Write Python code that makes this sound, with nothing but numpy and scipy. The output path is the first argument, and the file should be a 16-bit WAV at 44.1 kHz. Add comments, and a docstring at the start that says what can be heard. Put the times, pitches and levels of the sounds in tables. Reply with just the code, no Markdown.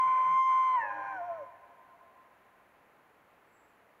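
"""A bull elk's high whistle, already under way, is held over a meadow, then slides down in steps.
A low, rough voice of pulses and rasp sounds with it and chops it into sidebands, deepest in the slide.
The forest edge and far slopes answer with delayed copies and long, dull reverberation.
One microphone also hears a faint, steady rush of filtered noise for outdoor air, and once, far away,
the short trill of a small bird: a thin tone with a fast swing in pitch."""
import sys
import numpy as np
from scipy import signal
from scipy.fft import rfft, irfft, next_fast_len
from scipy.io import wavfile
from scipy.ndimage import map_coordinates

SR = 44100
rng = np.random.default_rng(int(sys.argv[2]) if len(sys.argv) > 2 else 0)


def pcm_store(signal):
    """Save signal as 16-bit PCM."""
    levels = np.round(np.clip(np.atleast_2d(signal), -1, 1) * 32767)
    wavfile.write(sys.argv[1], SR, levels.astype(np.int16).T)


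N = 176400
LEAD_S = 1  # seconds computed before the microphone opens

# The low voice. Each row: time in seconds, pitch in Hz, level in dB, roughness from 0 to 1.
VOICE = [(0, 103.8, -49, .65), (.2, 100, -45.5, .8), (.32, 97.98, -48.5, 0.71), (.385, 100, -51.5, .7),
         (.41, 100.1, -65, .7), (.45, 100, -64, .7), (.5, 101.1, -49, 0.6), (.68, 98.96, -50.5, .45),
         (.77, 99.93, -45, .5), (.85, 102.5, -42.5, .05), (.93, 104, -46.5, .25), (1.02, 103.5, -45.5, .2),
         (1.15, 103.9, -45.5, .23), (1.23, 104.7, -49, .2), (1.33, 105.2, -49.5, .2),
         (1.42, 104.7, -52.5, .25), (1.49, 94.2, -60, .1)]
JITTER = 0.0509  # scale of the low voice's pitch scatter at full roughness, as a share of pitch
END_S, RELEASE_S = 1.49, 0.0077  # start and length of the final fade


def elk():
    """Both voices of the bull sound together and stop together."""
    hz, level_db, rough = curves(VOICE)
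    rough = np.clip(rough, 0, 1)
    scatter = JITTER * rough ** 2 * wobble(120)
    phase = running_phase(hz * (1 + scatter))
    release = np.clip((END_S - clock()) / RELEASE_S + 1, 0, 1)
    return release * (whistle(phase, rough) + low_voice(phase, level_db, rough))


# The whistle's pitch before its small wavers. Each row: time in seconds, pitch in Hz.
PITCH = [(-.9, 935), (-.2, 962), (-.08, 1041), (.22, 1034), (.3, 1039), (.34, 1047), (0.446, 1051),
         (.5, 1043), (.66, 1039), (.755, 1022), (.78, 960), (.83, 870), (.86, 838), (.92, 808), (.95, 816),
         (1.05, 796), (1.09, 798), (1.16, 760), (1.215, 686), (1.27, 717), (1.31, 679), (1.37, 655),
         (1.43, 555), (1.49, 505)]
# Its partials. Each row: time in seconds, levels of the first, second and third in dB.
PARTIALS = [(0, -25.5, -48.5, -63), (.21, -26, -51.5, -64.5), (.335, -26.5, -48.5, -61.5),
            (.395, -23.5, -44.5, -59.5), (.445, -27, -46.5, -58.5), (.505, -24, -47.5, -59),
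            (.6, -27.5, -49.5, -61.5), (.68, -25.5, -48, -60.5), (.735, -28, -50.5, -61),
            (.76, -26, -48.5, -62), (.79, -28, -45.5, -65.5), (.82, -40.5, -35.5, -61.5),
            (.88, -44.5, -44, -59), (.98, -45, -47, -65), (1.11, -44, -48, -57.5),
            (1.175, -42.5, -42.5, -74.5), (1.215, -36.5, -61.5, -73), (1.27, -43, -60, -73.5),
            (1.305, -34.5, -62.5, -85), (1.37, -45.5, -59, -89), (1.425, -41.5, -71.5, -75),
            (1.48, -74.5, -81, -82)]
# Overtones of the held note. Each row: multiple of the pitch, level in dB against the third
# partial at HELD_HZ, dB gained per Hz of pitch.
UPPER = [(4, -18, -0.54), (5, -19.5, .45), (6, -10, 0.08), (7, -35, 0.3)]
HELD_HZ = 1040
UPPER_FROM_HZ, UPPER_SPAN_HZ = 1005, 36  # the overtones fade in above this pitch, over this span
# How deeply the low voice chops the whistle. Each row: time in seconds, depth from 0 to 1.
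CHOP = [(0, 0.05), (.32, 0.06), (.4, 0.01), (.45, 0), (.52, 0.07), (.75, .08), (.8, 0.1), (.85, 0.8),
        (.89, 0.7), (.94, .55), (1.02, .48), (1.15, .27), (1.22, 0.11), (1.45, .1)]
WAVER, WAVER_HZ = .007, 69.7  # pitch waver as a share of pitch at full chop depth; knots a second
FLUTTER_DB, FLUTTER_HZ = -21, 410  # irregular shake against the chop depth; knots a second
# Sidebands around each partial. Each row: offset in steps of the low pitch, level in dB.
SIDES = [(-2, -24), (-1, -10), (1, -1.5), (2, -7), (3.5, -15.5)]
# Half steps from uneven cycles of the rough voice. Each row: offset in steps, dB at full roughness.
HALF_SIDES = [(1.5, -11), (2.5, -8.5)]
SPREAD = .7  # phase spread in radians per squared step, softening each chop
# The tense throat's colour on the chopped whistle. Each row: frequency in Hz, gain in dB.
TENSE_SIDEBANDS = [(500, 0), (700, 2), (800, -4.5), (935, 8), (1040, -2), (1140, -5), (1230, 1),
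                   (1350, -5.5), (1520, -2.5), (1730, 3), (1970, 9), (2180, 10.5), (2360, 20.5), (2480, 2),
                   (2750, 6), (3020, 22), (3300, 7), (4350, 20), (5400, 17), (6150, 13), (7000, 4.5)]
# The relaxed throat's colour on it. Each row: frequency in Hz, gain in dB.
SLIDE_SIDEBANDS = [(580, 6), (720, -4.5), (850, -4), (940, 6), (1040, 11.5), (1140, -2.5), (1330, -6.5),
                   (1500, -0.5), (1740, -0.5), (1900, -8.5), (2400, -2.5), (2750, -3.5)]


def whistle(voice_phase, rough):
    """A near-pure tone; the low voice modulates it into sidebands, strongest on the upper side."""
    hz, = curves(PITCH)
    depth, = curves(CHOP)
    first, second, third = curves(PARTIALS)
    waver = .001 * wobble(30) + WAVER * depth * wobble(WAVER_HZ)
    phase = running_phase(hz * (1 + waver))
    # complex tones, so that the upper and lower sidebands can differ
    tone = sum(amp(db) * np.exp(1j * k * phase) for k, db in enumerate([first, second, third], 1))
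    held = np.clip((hz - UPPER_FROM_HZ) / UPPER_SPAN_HZ, 0, 1)
    strain = np.maximum(hz, UPPER_FROM_HZ) - HELD_HZ
    overtones = sum(
        amp(third + db + slope * strain) * np.exp(1j * round(k) * phase) for k, db, slope in UPPER)
    tone = tone + held * overtones

    def cycles(sides):
        """Sideband tones at whole and half steps of the low voice."""
        return sum(
            amp(db) * np.exp(.5j * round(2 * step) * voice_phase + 1j * SPREAD * step ** 2)
            for step, db in sides)

    flutter = amp(FLUTTER_DB) * wobble(FLUTTER_HZ)
    chopping = cycles(SIDES) + rough * cycles(HALF_SIDES) + flutter
    chopped = (tone * depth * chopping).imag
    coloured = relaxing(shaped(chopped, TENSE_SIDEBANDS), shaped(chopped, SLIDE_SIDEBANDS))
    return np.sqrt(2) * (tone.imag + coloured)


# The folds' pulses are duller than their rasp. Each row: frequency in Hz, gain in dB.
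PULSE_TILT = [(200, -5.5), (315, 1), (420, -3), (570, -5), (850, -2.5), (1040, 6.5), (1300, -14.5),
              (1800, 0), (2080, 1.5), (2300, -17.5), (6000, -28)]
# Colour of the rasp in the tense throat. Each row: frequency in Hz, gain in dB.
RASP_TILT = [(160, 4), (320, -1), (600, -1.5), (1200, 3.5), (2300, 5.5), (6000, -8)]
# Change of that colour once the throat relaxes. Each row: frequency in Hz, gain in dB.
RELAXED = [(400, 2), (600, 0.5), (900, 2), (1100, -2.5), (1800, 4.5), (2250, -10.5), (2600, -0.5),
           (3800, 4), (4400, -2), (6000, 2.5)]
RASP_PULSE_DB = 3  # the rasp swells and fades by this much with every cycle of the folds
# The soft low fundamental. Each row: time in seconds, level in dB.
CHEST = [(.6, -87), (.75, -74.5), (.9, -71), (1.44, -75), (1.49, -82)]
# Blooms of the third harmonic. Each row: centre in seconds, length in seconds, peak level in dB.
HOOTS = [(.83, 0.045, -74), (.98, 0.083, -59.5), (1.155, 0.039, -62.5)]


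def low_voice(phase, level_db, rough):
    """Vocal fold pulses and rasp ring through the throat, over soft low harmonics."""

    def voiced(source, tilt):
        """A source through the throat, at rms 1."""
        return unit(filtered(source, lambda f: throat(f) * amp(along(tilt, f))))

    clicks = np.diff(np.floor(phase / (2 * np.pi)), prepend=0)  # one per cycle
    pulses = voiced(clicks, PULSE_TILT)
    breath = rng.standard_normal(len(phase)) * amp(RASP_PULSE_DB * np.cos(phase))
    rasp = voiced(breath, RASP_TILT)
    rasp = relaxing(rasp, shaped(rasp, RELAXED))
    chest_db, = curves(CHEST)
    fundamental = amp(chest_db) * np.sin(phase)
    hoots = swells(HOOTS) * np.cos(3 * phase)
    rough_mix = np.sqrt(1 - rough) * pulses + np.sqrt(rough) * rasp
    return amp(level_db) * rough_mix + np.sqrt(2) * (fundamental + hoots)


# Throat resonances. Each row: centre in Hz, width in Hz, gain in dB before the tilt.
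THROAT = [(158, 36, -8.5), (323, 21, -7.5), (583, 21, 4.5), (693, 55, 2), (948, 59, 1), (1033.6, 27, 6),
          (1220, 21, -4), (1471.5, 27, 4.5), (1760, 190, -12.5), (2164, 50, -1.5), (2227, 28, -4.5),
          (2360, 22, -2.5), (2760, 30, -20), (4370, 120, -26), (5600, 160, -24.5), (6200, 300, -27)]
# Overall tilt of the throat. Each row: frequency in Hz, gain in dB.
THROAT_TILT = [(60, -12), (150, -3.5), (1250, 3), (1350, 5.5), (1470, 2), (2400, -0.5), (2480, -7.5),
               (2750, -12.5), (3080, -7), (3600, -17), (4350, -1.5), (4850, -20.5), (5500, 2), (5800, -3),
               (6200, -1.5), (6900, -11), (13000, -19)]


def throat(f):
    """Response of the long vocal tract, with dark valleys between its resonances."""
    modes = sum(amp(db) * 1j * f * w / (c * c - f * f + 1j * f * w) for c, w, db in THROAT)
    return modes * amp(along(THROAT_TILT, f))


# Throat change from held note to slide. 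Each row: time in seconds, relaxed share from 0 to 1.
RELAX = [(.76, 0.04), (.84, 1)]


def relaxing(tense, relaxed):
    """Cross-fade from the tense throat of the held note to the relaxed one of the slide."""
    share = np.clip(curves(RELAX)[0], 0, 1)
    return (1 - share) * tense + share * relaxed


# Soft low swells under the held note. Each row: centre in seconds, length in seconds, peak level in dB.
GROANS = [(0.067, 0.14, -67), (0.314, 0.11, -58)]
GROAN_HZ = 165
# Swells of a lower throat resonance. Each row: centre in seconds, length in seconds, peak level in dB.
GROWLS = [(.2, 0.087, -55), (.85, 0.093, -50), (.96, 0.16, -53), (1.17, 0.056, -58)]
GROWL_HZ, GROWL_WIDTH_HZ = 576, 40  # centre and standard deviation of the bell-shaped band


def groans():
    """Brief swells of a low, wavering tone and of noise in a hoarse throat resonance."""
    t = clock()
    tone = np.sqrt(2) * np.sin(2 * np.pi * GROAN_HZ * t + .5 * wobble(39))
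    noise = rng.standard_normal(len(t))
    hoarse = unit(filtered(noise, lambda f: np.exp(-((f - GROWL_HZ) / GROWL_WIDTH_HZ) ** 2 / 2)))
    return swells(GROANS) * tone + swells(GROWLS) * hoarse


# Echoes from tree lines. Each row: delay in seconds, level in dB against the call.
ECHOES = [(.2, -28), (.42, -29.5), (.725, -29), (1.398, -42), (2.0, -51.5)]
# Reverberation of the near trees. Each row: frequency in Hz, time to fall 60 dB in seconds.
FOREST = [(150, 3.6), (700, 1.4), (1100, 2.2), (2500, 1.7), (7000, 0.58)]
# Reverberation of the far slopes. Each row: frequency in Hz, time to fall 60 dB in seconds.
HILLS = [(150, 4.6), (700, 5.8), (1100, 4.7), (2500, 4.1), (7000, 1.2)]
FOREST_DB, HILLS_DB = -22, -28.5
# Colour of the way to the trees and back, losing treble. Each row: frequency in Hz, gain in dB.
DISTANT = [(1100, -0.5), (1800, -4), (2500, 4.5), (6000, -12.5)]


def meadow(call):
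    """Dull echoes and reverberation return from the woods around the field."""
    t = clock()
    echoes = sum(amp(db) * np.interp(t - delay, t, call, left=0) for delay, db in ECHOES)
    forest = amp(FOREST_DB) * tail(call, FOREST)
    hills = amp(HILLS_DB) * tail(call, HILLS)
    return shaped(echoes + forest + hills, DISTANT)


def tail(x, t60s):
    """Diffuse reverberation from decaying noise; each frequency dies at its own speed."""
    hz, t, z = signal.stft(rng.standard_normal(3 * SR), SR, nperseg=256)
    decay = amp(-60 * t / along(t60s, hz)[:, None])
    build_up = 1 - np.exp(-t / 0.047)  # time constant in seconds
    ir = signal.istft(z * decay * build_up, SR, nperseg=256)[1]
    return signal.fftconvolve(x, ir / np.linalg.norm(ir))[:len(x)]


BIRD_S, BIRD_LENGTH_S, BIRD_DB = 3.47, 0.27, -80  # start, length, mean peak level
BIRD_HZ, BIRD_SWING_HZ, TRILL_RATE = 7700, 280, 30  # starting centre, swing each way, swings a second
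BIRD_SAG_HZ_PER_S = 1000
BIRD_ECHO_S, BIRD_ECHO_DB = .052, -6  # a reflection blurs the trill


def bird():
    """A thin, high trill: a tone swinging fast in pitch, sagging a little, with one reflection."""
    t = clock() - BIRD_S
    sag = BIRD_SAG_HZ_PER_S * np.clip(t, 0, 1)
    swing = BIRD_SWING_HZ * np.cos(2 * np.pi * TRILL_RATE * (t - .015))
    hz = BIRD_HZ - sag + swing + 50 * wobble(500)
    swell = np.sqrt(np.abs(np.sin(np.pi * np.clip(t / BIRD_LENGTH_S, 0, 1))))
    trill = amp(BIRD_DB + 3.3 * wobble(54)) * swell * np.sin(running_phase(hz))
    return trill + amp(BIRD_ECHO_DB) * np.interp(clock() - BIRD_ECHO_S, clock(), trill)


# Spectrum of the outdoor air. Each row: frequency in Hz, relative density in dB per Hz.
AIR = [(25, -16), (70, -7.5), (160, -5), (320, -2), (700, 1.5), (1100, -0.5), (2000, -5), (2600, -11),
       (3300, -19), (4200, -23.5), (5200, -29.5), (7000, -27.5), (8600, -33), (10500, -25), (13500, -26.5),
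       (15600, -27)]
AIR_DB = -64


def air():
    """Steady distant rush with a trace of hiss, made of filtered noise."""
    noise = shaped(rng.standard_normal(len(clock())), AIR)
    return amp(AIR_DB + 0.14 * wobble(5.9)) * unit(noise)


def amp(db):
    """Decibels to gain."""
    return 10 ** (np.asarray(db) / 20)


def unit(x):
    """Scale to rms 1."""
    return x / np.sqrt(np.mean(x ** 2) + 1e-20)


def clock():
    """Sample times in seconds, starting early because the call is already under way."""
    return np.arange(-LEAD_S * SR, N) / SR


def running_phase(hz):
    """Phase in radians of a tone whose pitch moves."""
    return 2 * np.pi * np.cumsum(hz) / SR


def along(points, hz):
    """Read (Hz, value) points on a log frequency axis."""
    f, v = np.transpose(points)
    return np.interp(np.log(hz + 1), np.log(f + 1), v)


def curves(rows):
    """One value per sample for each column after the time."""
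    s, *cols = np.transpose(rows)
    return [np.interp(clock(), s, c) for c in cols]


def swells(rows):
    """Sum of bell-shaped gains, one for each row."""
    return sum(amp(db) * np.exp(-(2 * (clock() - s) / length) ** 2) for s, length, db in rows)


def wobble(rate):
    """A smooth random curve, rate knots a second."""
    at = np.arange(len(clock())) * rate / SR
    return map_coordinates(rng.standard_normal(8192), [at], mode="wrap")


def filtered(x, response):
    """Apply a complex response of frequency, padded so that ringing does not wrap round."""
    m = next_fast_len(len(x) + SR // 2)
    return irfft(rfft(x, m) * response(np.fft.rfftfreq(m, 1 / SR)), m)[:len(x)]


def shaped(x, points):
    """Colour a sound by (Hz, dB) points."""
    return filtered(x, lambda f: amp(along(points, f)))


def scene():
    """The elk, its echoes, the small bird and the quiet field at one microphone."""
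    call = elk() + groans()
    return (call + meadow(call) + bird() + air())[None, -N:]


TOP_HZ = 15720


def record(dry):
    """The recorder keeps nothing above its band limit."""
    return np.array([filtered(x, lambda f: f < TOP_HZ) for x in dry])


dry = scene()
out = record(dry)
pcm_store(out)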